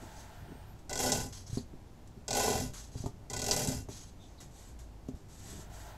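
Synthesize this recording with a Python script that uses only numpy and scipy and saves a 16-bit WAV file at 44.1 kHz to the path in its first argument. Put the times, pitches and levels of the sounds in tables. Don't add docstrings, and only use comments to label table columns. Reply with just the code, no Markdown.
import sys
import numpy as np
from scipy import signal
from scipy.fft import rfft, irfft, next_fast_len
from scipy.io import wavfile
from scipy.ndimage import uniform_filter1d, map_coordinates

SR = 44100
rng = np.random.default_rng(int(sys.argv[2]) if len(sys.argv) > 2 else 0)


def transcribe(u):
    v = np.clip(np.atleast_2d(u).T, -1, 1)
    q = np.round(v * 32767).astype(np.int16)
    wavfile.write(sys.argv[1], SR, q)


N = 263584

# (frequency [Hz], level [dB])
FLOOR_COLOUR = [(60, -14), (150, 0), (300, -3), (500, -10.5), (800, -9.5), (1200, -19), (2000, -23.5),
                (3500, -26.5), (7200, -28), (9500, -35), (13000, -34), (16000, -49)]
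RUMBLE_COLOUR = [(15, -6.5), (50, -7.5), (110, -9.5), (200, -20), (400, -43), (2000, -110)]
# (frequency [Hz], level [dB])
HUM_TONES = [(54, -54.5), (99, -58.5)]
# (start [s], strongest [s], end [s], level [dB])
SEEPS = [(-0.1, 0, 0.46, -62.5), (4.507, 4.57, 4.787, -60.5), (5.285, 5.517, 5.69, -53),
         (5.697, 5.744, 5.97, -57.5)]
BLOWS = [(-0.1, -0.014, 0.88, -55.5), (5.41, 5.925, 6.11, -53.5)]
# (frequency [Hz], level [dB])
SEEP_COLOUR = [(400, 4), (1900, -1), (2700, -5), (3600, 0.5), (5200, 0.5), (6600, 6.5), (8100, -4),
               (9300, -11.5), (11000, -8), (12200, -5.5), (13800, -23), (16000, -45)]
BLOW_COLOUR = [(200, -25), (480, -14), (660, -2), (760, -5.5), (860, 2), (1100, -16.5), (1420, -9),
               (2000, -15.5), (2600, -19.5), (3500, -19.5), (8000, -31)]
RUB_COLOUR = [(60, -15), (130, -4), (260, 0), (400, -8), (600, -25), (1500, -70)]
# (frequency [Hz], width [Hz], level [dB])
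SLIT_MODES = [(7220, 190, -5.5), (7850, 89, 0.5), (8600, 110, -5), (11300, 420, -10.5)]
# (start [s], length [s], level [dB])
GLOVE_RUBS = [(-0.02, 0.064, -48), (0.407, 0.22, -52.5), (2.15, 0.056, -51.5), (4.387, 0.071, -51.5),
              (5.47, 0.185, -53)]
# (start [s], strongest [s], end [s], level [dB])
AIR_DRAWS = [(0.156, 0.197, 0.28, -52.5), (1.323, 1.328, 1.49, -47.5), (1.465, 1.537, 1.665, -48),
             (2.724, 2.77, 2.95, -52), (2.916, 2.988, 3.142, -51.5), (3.894, 3.913, 4.162, -50),
             (4.157, 4.213, 4.56, -66)]
# (time [s], level [dB], t60 [s])
NOZZLE_PUFFS = [(0.79, -46, 0.057), (1.572, -33.5, 0.051), (2.074, -42.5, 0.045), (2.735, -34, 0.35),
                (3.060, -34.5, 0.073), (3.887, -39, 0.12), (4.403, -36, 0.23), (4.789, -41, 0.25),
                (5.084, -39.5, 0.062), (5.15, -51.5, 0.53)]
# (frequency [Hz], level [dB])
SUCTION_COLOUR = [(400, -5), (1800, -8.5), (2800, -11.5), (3600, -7), (5000, -8.5), (6400, -2.5),
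                  (8000, -4), (9200, -17), (11200, -9.5), (12500, -18), (16000, -32)]
# (frequency [Hz], width [Hz], level [dB])
NECK_MODES = [(3300, 180, -11), (3940, 32, -2.5), (4260, 100, -5.5), (4700, 50, -2.5), (5160, 33, -0.5),
              (5460, 50, -1.5), (6000, 290, -3.5), (6600, 210, -2.5), (7790, 69, -3.5), (8310, 55, -30),
              (10370, 30, -3), (11000, 30, -22.5)]
NOZZLE_MODES = [(4660, 36, -2.5), (4940, 80, -0.5), (5390, 110, 0.5), (6123, 73, 4.5), (6940, 45, 5),
                (6850, 37, 4), (7400, 21, 0), (7920, 55, -1), (8500, 88, -7)]
CASE_MODES = [(252, 17, -2.5), (352, 57, -11), (424, 43, -0.5), (469, 43, -2.5), (527, 60, -3.5),
              (599.5, 29, -2.5), (654, 30, -5), (733, 76, -3.5), (804, 38, 4), (915, 51, -9.5),
              (1002, 16.6, -3), (1260, 12, -15.5), (1468, 27, -4.5), (1555, 18, -14.5), (1975, 27, -8),
              (2083, 70, -11), (2280, 31, -17), (2450, 38, -16), (2660, 21, -10), (2746, 19, -8.5),
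              (3180, 30, -12), (3330, 62, -11), (3865, 80, -12), (3950, 25, -10), (4260, 280, -13.5)]
# (start [s], length [s], first pitch [Hz], last pitch [Hz], level [dB])
SEEP_WHISTLES = [(0.3, 0.19, 11500, 12100, -70), (0.36, 0.37, 13200, 12900, -74),
                 (0.4, 0.33, 8100, 9000, -72), (0.65, 0.11, 12900, 11700, -67),
                 (5.68, 0.35, 11800, 13300, -69), (5.88, 0.14, 14200, 14430, -77)]
FILM_SQUEAKS = [(1.457, 0.025, 4800, 6100, -55), (1.458, 0.023, 6100, 7250, -55),
                (1.567, 0.034, 4500, 4330, -46.5), (4.172, 0.12, 3680, 3400, -61),
                (4.2, 0.16, 7250, 6200, -72), (4.37, 0.042, 4800, 3200, -59)]
# (time [s], level [dB], first pitch [Hz])
AIR_GULPS = [(0.425, -41.5, 116), (1.497, -33.5, 87), (1.53, -26.5, 103), (1.572, -23.5, 235),
             (2.955, -29, 102.6), (3.003, -30.5, 102), (3.058, -29.5, 96), (3.885, -33.5, 104),
             (5.088, -33.5, 226), (5.142, -34.5, 77)]
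# (start [s], full flow [s], end [s], spray [dB], case ring [dB],
# bubble pitch [Hz], plug level [dB], first gap between plugs [s], next gap over last [ratio])
BOTTLE_SQUEEZES = [(0.8948, 1.001, 1.339, -33.5, -32.5, 470, -26.5, .0343, .76),
                   (2.28, 2.364, 2.739, -33, -29.5, 630, -23, .0261, .88),
                   (3.2992, 3.484, 3.867, -34, -35, 490, -27.5, .0333, 0.92)]
# (time [s], level [dB], centre [Hz])
OIL_SPITS = [(1.1189, -14.5, 6560), (3.5106, -13.5, 5600), (3.5632, -21.5, 7790), (3.6724, -23, 9100)]
# (frequency [Hz], level [dB])
POP_COLOUR = [(200, 8), (800, 13), (1200, -9), (2900, -3.5), (4200, 4), (6500, 1), (8000, 4), (9200, -10.5),
              (11500, -8), (16000, -22)]
SPRAY_COLOUR = [(150, -41), (900, -52), (1200, -7), (2900, -9), (4200, -8.5), (5600, 0.5), (7600, 2.5),
                (8400, -5), (9200, -9.5), (11000, -3.5), (12800, -7.5), (14500, -18), (16000, -36.5)]
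CHURN_COLOUR = [(25, -37), (70, -1.5), (120, -3), (165, -4.5), (205, -7), (255, 5), (310, -19.5),
                (900, -66)]
# (time [s], level [dB], treble corner [Hz])
WALL_FLEXES = [(1.573, -23.5, 380), (1.733, -37.5, 283), (2.954, -33.5, 220), (3.039, -29, 450),
               (3.061, -26, 1020), (3.886, -32.5, 560), (5.087, -31.5, 290), (5.136, -43.5, 295)]
# (frequency [Hz], level [dB], t60 [s])
WALL_MODES = [(151.4, 1.5, 0.038), (265, -2.5, 0.089), (398, -1.5, 0.049), (450, -16.5, 0.044),
              (585, -7, .07), (700, -7, 0.043), (863, -1.5, 0.034), (1138, -13, 0.063)]
# (frequency [Hz], t60 [s])
UNDERBODY_DECAY = [(150, 0.15), (1000, 0.13), (6000, 0.17), (14000, 0.071)]

FLOOR_DB, RUMBLE_DB, STRAIN_DB = -58, -53, -45.5
WHISTLE_DRIFT, WHISTLE_ROUGH = .018, .022
PLUG_HZ, FIRST_PLUG_DB = 6460, -4
PLUG_RING_DB, SPIT_RING_DB = -3, -12
CHOKE_S, CHOKE_DB = .018, 16
CHURN_DB, CHURN_PEAK = -37, 0.67
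SPENT_HZ = 332
TOP_HZ = 15750


def amp(db):
    return 10 ** (np.asarray(db) / 20)


def unit(x):
    return x / np.sqrt(np.mean(x ** 2) + 1e-20)


def along(points, hz):
    f, v = np.transpose(points)
    return np.interp(np.log(hz + 1), np.log(f + 1), v)


def wobble(rate):
    steps = np.arange(int(N * rate / SR + 2) * 6) / 6
    curve = map_coordinates(rng.standard_normal(int(steps[-1]) + 4), [steps])
    return np.interp(np.arange(N) * rate / SR, steps, curve)


def filtered(x, response):
    size = next_fast_len(len(x) + SR // 4)
    gain = response(np.fft.rfftfreq(size, 1 / SR))
    return irfft(rfft(x, size) * gain / np.sqrt(np.mean(abs(gain) ** 2)), size)[:len(x)]


def noise(colour):
    return unit(filtered(rng.standard_normal(N), lambda hz: amp(along(colour, hz))))


def resonate(x, modes):
    f = np.geomspace(20, SR / 2, 8000)
    bank = sum((-1) ** k * amp(db) * 1j * f * width / (centre ** 2 - f ** 2 + 1j * f * width)
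               for k, (centre, width, db) in enumerate(modes))
    return filtered(x, lambda hz: np.interp(hz, f, bank))


def bump(hz, centre, octaves, skirt_db):
    return np.exp(-(np.log2((hz + 1) / centre) / octaves) ** 2) + amp(skirt_db)


def add(track, s, sound):
    part = track[max(round(s * SR), 0):][:len(sound)]
    part += sound[:len(part)]


def strike(t60, attack):
    t = np.arange(SR // 3) / SR
    return (1 - np.exp(-t / attack)) * amp(-60 * t / t60)


def swell(length):
    return np.hanning(max(int(length * SR), 8))


def stroke(start, peak, end, rise_db, sag_db, release_s):
    t = np.arange(N) / SR
    to_go = np.interp(t, [start, peak], [1, 0])
    spent = np.interp(t, [peak, end], [0, 1])
    gate = np.clip((t - start) / 0.0017, 0, 1) * np.clip((end - t) / release_s, 0, 1)
    return gate * amp(-rise_db * to_go - sag_db * spent ** 2)


def glides(rows, waver):
    out = np.zeros(N)
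    for s, length, start_hz, end_hz, db in rows:
        shape = swell(length)
        hz = np.linspace(start_hz, end_hz, len(shape)) * (1 + waver()[:len(shape)])
        add(out, s, amp(db) * shape * np.sin(2 * np.pi * np.cumsum(hz) / SR))
    return out


def background():
    t = np.arange(N) / SR
    hum = sum(amp(db + 4.5 * wobble(2.664)) * np.sin(2 * np.pi * hz * t + 1.5 * wobble(20))
              for hz, db in HUM_TONES)
    hiss = amp(FLOOR_DB) * noise(FLOOR_COLOUR)
    rumble = amp(RUMBLE_DB + 1.9 * wobble(3.66)) * noise(RUMBLE_COLOUR)
    return hiss + rumble + hum


def seeping():
    seep = sum(amp(db) * stroke(*times, rise_db=11.5, sag_db=13.5, release_s=0.076)
               for *times, db in SEEPS)
    blow = sum(amp(db) * stroke(*times, rise_db=12.5, sag_db=9.5, release_s=0.2) for *times, db in BLOWS)
    hiss = amp(-0.5) * noise(SEEP_COLOUR) + amp(-4.5) * resonate(rng.standard_normal(N), SLIT_MODES)
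    return seep * unit(amp(wobble(45))) * hiss + blow * noise(BLOW_COLOUR)


def rubs():
    grip = np.zeros(N)
    for s, length, db in GLOVE_RUBS:
        add(grip, s, amp(db) * swell(length))
    grumble = grip * unit(amp(4.3 * wobble(72))) * noise(RUB_COLOUR)
    strain = sum(stroke(start, full, end, rise_db=4.5, sag_db=1, release_s=0.018)
                 for start, full, end, *_ in BOTTLE_SQUEEZES)
    return grumble + amp(STRAIN_DB) * strain * noise(RUMBLE_COLOUR)


def underbody(x):
    hz, t, spectrum = signal.stft(rng.standard_normal(SR // 3), SR, nperseg=256)
    decay = amp(-60 * t / along(UNDERBODY_DECAY, hz)[:, None])
    _, tail = signal.istft(spectrum * decay, SR, nperseg=256)
    return signal.fftconvolve(x, np.pad(tail, (90, 0)) / np.linalg.norm(tail))[:N]


def suction():
    draw = sum(amp(db) * stroke(*times, rise_db=11, sag_db=21, release_s=0.067)
               for *times, db in AIR_DRAWS)
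    draw *= unit(amp(1.9 * wobble(79)))
    puff = np.zeros(N)
    for s, db, t60 in NOZZLE_PUFFS:
        add(puff, s, amp(db - 14.5) * strike(t60, attack=0.00065))
    neck = resonate(rng.standard_normal(N), NECK_MODES)
    return (amp(-6) * draw + puff) * noise(SUCTION_COLOUR) + amp(-5) * draw * neck


def whistles():
    return glides(SEEP_WHISTLES, lambda: WHISTLE_DRIFT * wobble(22) + WHISTLE_ROUGH * wobble(1100))


def gulps(t60=0.055, rise=3.8):
    out, shape = np.zeros(N), strike(t60, attack=0.00093)
    t = np.arange(len(shape)) / SR
    for s, db, hz in AIR_GULPS:
        add(out, s, amp(db) * shape / shape.max() * np.sin(2 * np.pi * hz * t * (1 + rise * t)))
    return out


def plugs():
    rows = [(s, db, SPIT_RING_DB, hz) for s, db, hz in OIL_SPITS]
    for start, full, *_, db, gap, shrink in BOTTLE_SQUEEZES:
        times = start + np.cumsum([0] + [gap * shrink ** k for k in range(8)])
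        rows += [(s, db + FIRST_PLUG_DB * (s == start), PLUG_RING_DB, PLUG_HZ)
                 for s in times[times < full]]
    return rows


def bursts():
    pops, kicks = np.zeros(N), np.zeros(N)
    shape = strike(t60=.04, attack=.0004) + amp(-12) * strike(t60=.09, attack=.002)
    for s, db, ring_db, hz in plugs():
        air = shape * rng.standard_normal(len(shape))
        pop = filtered(air, lambda f: amp(along(POP_COLOUR, f)) * bump(f, hz, octaves=0.44, skirt_db=-11))
        add(pops, s, amp(db - 7) * pop)
        add(kicks, s, amp(db + ring_db - 1) * strike(t60=.02, attack=.0003))
    return pops + resonate(kicks * rng.standard_normal(N), CASE_MODES)


def flow():
    spray, ring, churn, pitch_points = np.zeros(N), np.zeros(N), np.zeros(N), []
    for start, full, end, spray_db, ring_db, bubble_hz, *_ in BOTTLE_SQUEEZES:
        spray += amp(spray_db) * stroke(start, full, end, rise_db=16.5, sag_db=18.5, release_s=0.12)
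        ring += amp(ring_db) * stroke(start, full, end, rise_db=9.5, sag_db=20, release_s=0.16)
        strongest = start + CHURN_PEAK * (end - start)
        churn += amp(CHURN_DB) * stroke(start, strongest, end, rise_db=15.5, sag_db=23.5, release_s=.02)
        pitch_points += [(start, bubble_hz), (full, bubble_hz), (end, SPENT_HZ)]
    return spray, ring, churn, np.interp(np.arange(N) / SR, *np.transpose(pitch_points))


def sputter(rate, scatter, depth_db):
    phase = np.cumsum(rate * np.exp(scatter * wobble(25))) / SR
    return unit(uniform_filter1d(amp(-depth_db * (phase % 1)), size=40))


def bubbling(level, pitch, bands_hz=(255, 450, 800)):
    share = np.array([bump(pitch, hz, octaves=0.44, skirt_db=-2) for hz in bands_hz])
    bands = [filtered(rng.standard_normal(N), lambda f: bump(f, hz, octaves=.5, skirt_db=-1))
             for hz in bands_hz]
    drive = (share * bands).sum(axis=0) / np.linalg.norm(share, axis=0)
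    return resonate(amp(-2) * level * unit(amp(2.5 * wobble(300))) * drive, CASE_MODES)


def squeezes():
    *levels, pitch = flow()
    spray, ring, churn = np.array(levels) * sputter(rate=42, scatter=.4, depth_db=7.5)
    choke_db = np.zeros(N)
    for s, *_ in plugs():
        add(choke_db, s - CHOKE_S, np.linspace(0, -CHOKE_DB, int(CHOKE_S * SR)))
    spray, ring = spray * amp(choke_db), ring * amp(choke_db)
    spray *= unit(amp(0.67 * wobble(640)))
    mist = noise([(3000, -40), (8000, -5), (10500, 24), (13000, -1), (16000, -30)])
    mist *= unit(amp(5 * wobble(31)))
    jet = spray * (amp(-3.5) * noise(SPRAY_COLOUR) + amp(-17.5) * mist)
    whistle = resonate(spray * rng.standard_normal(N), NOZZLE_MODES)
    return jet + amp(-7) * whistle + amp(-2) * bubbling(ring, pitch) + churn * noise(CHURN_COLOUR)


def squeaks(waver=0.072):
    return glides(FILM_SQUEAKS, lambda: waver * wobble(1300))


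def flexes():
    out, t = np.zeros(N), np.arange(SR // 3) / SR
    for s, db, corner_hz in WALL_FLEXES:
        pop = np.zeros(len(t))
        for hz, mode_db, t60 in WALL_MODES:
            gain = amp(mode_db + rng.normal(0, 0.98)) / np.hypot(1, (hz / corner_hz) ** 2)
            cycles = hz * rng.normal(1, 0.048) * t + rng.random()
            pop += gain * strike(t60, attack=0.00067) * np.sin(2 * np.pi * cycles)
        add(out, s, amp(db) * pop / abs(pop).max())
    return out


def scene():
    bottle = (squeezes() + bursts() + suction() + seeping() + whistles()
              + squeaks() + gulps() + flexes() + rubs())
    return (amp(-0.3) * bottle + amp(-8) * underbody(bottle) + background())[None]


def record(dry):
    size = next_fast_len(N + SR // 2)
    passband = np.fft.rfftfreq(size, 1 / SR) < TOP_HZ
    return irfft(rfft(dry, size) * passband, size)[:, :N]


dry = scene()
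out = record(dry)
transcribe(out)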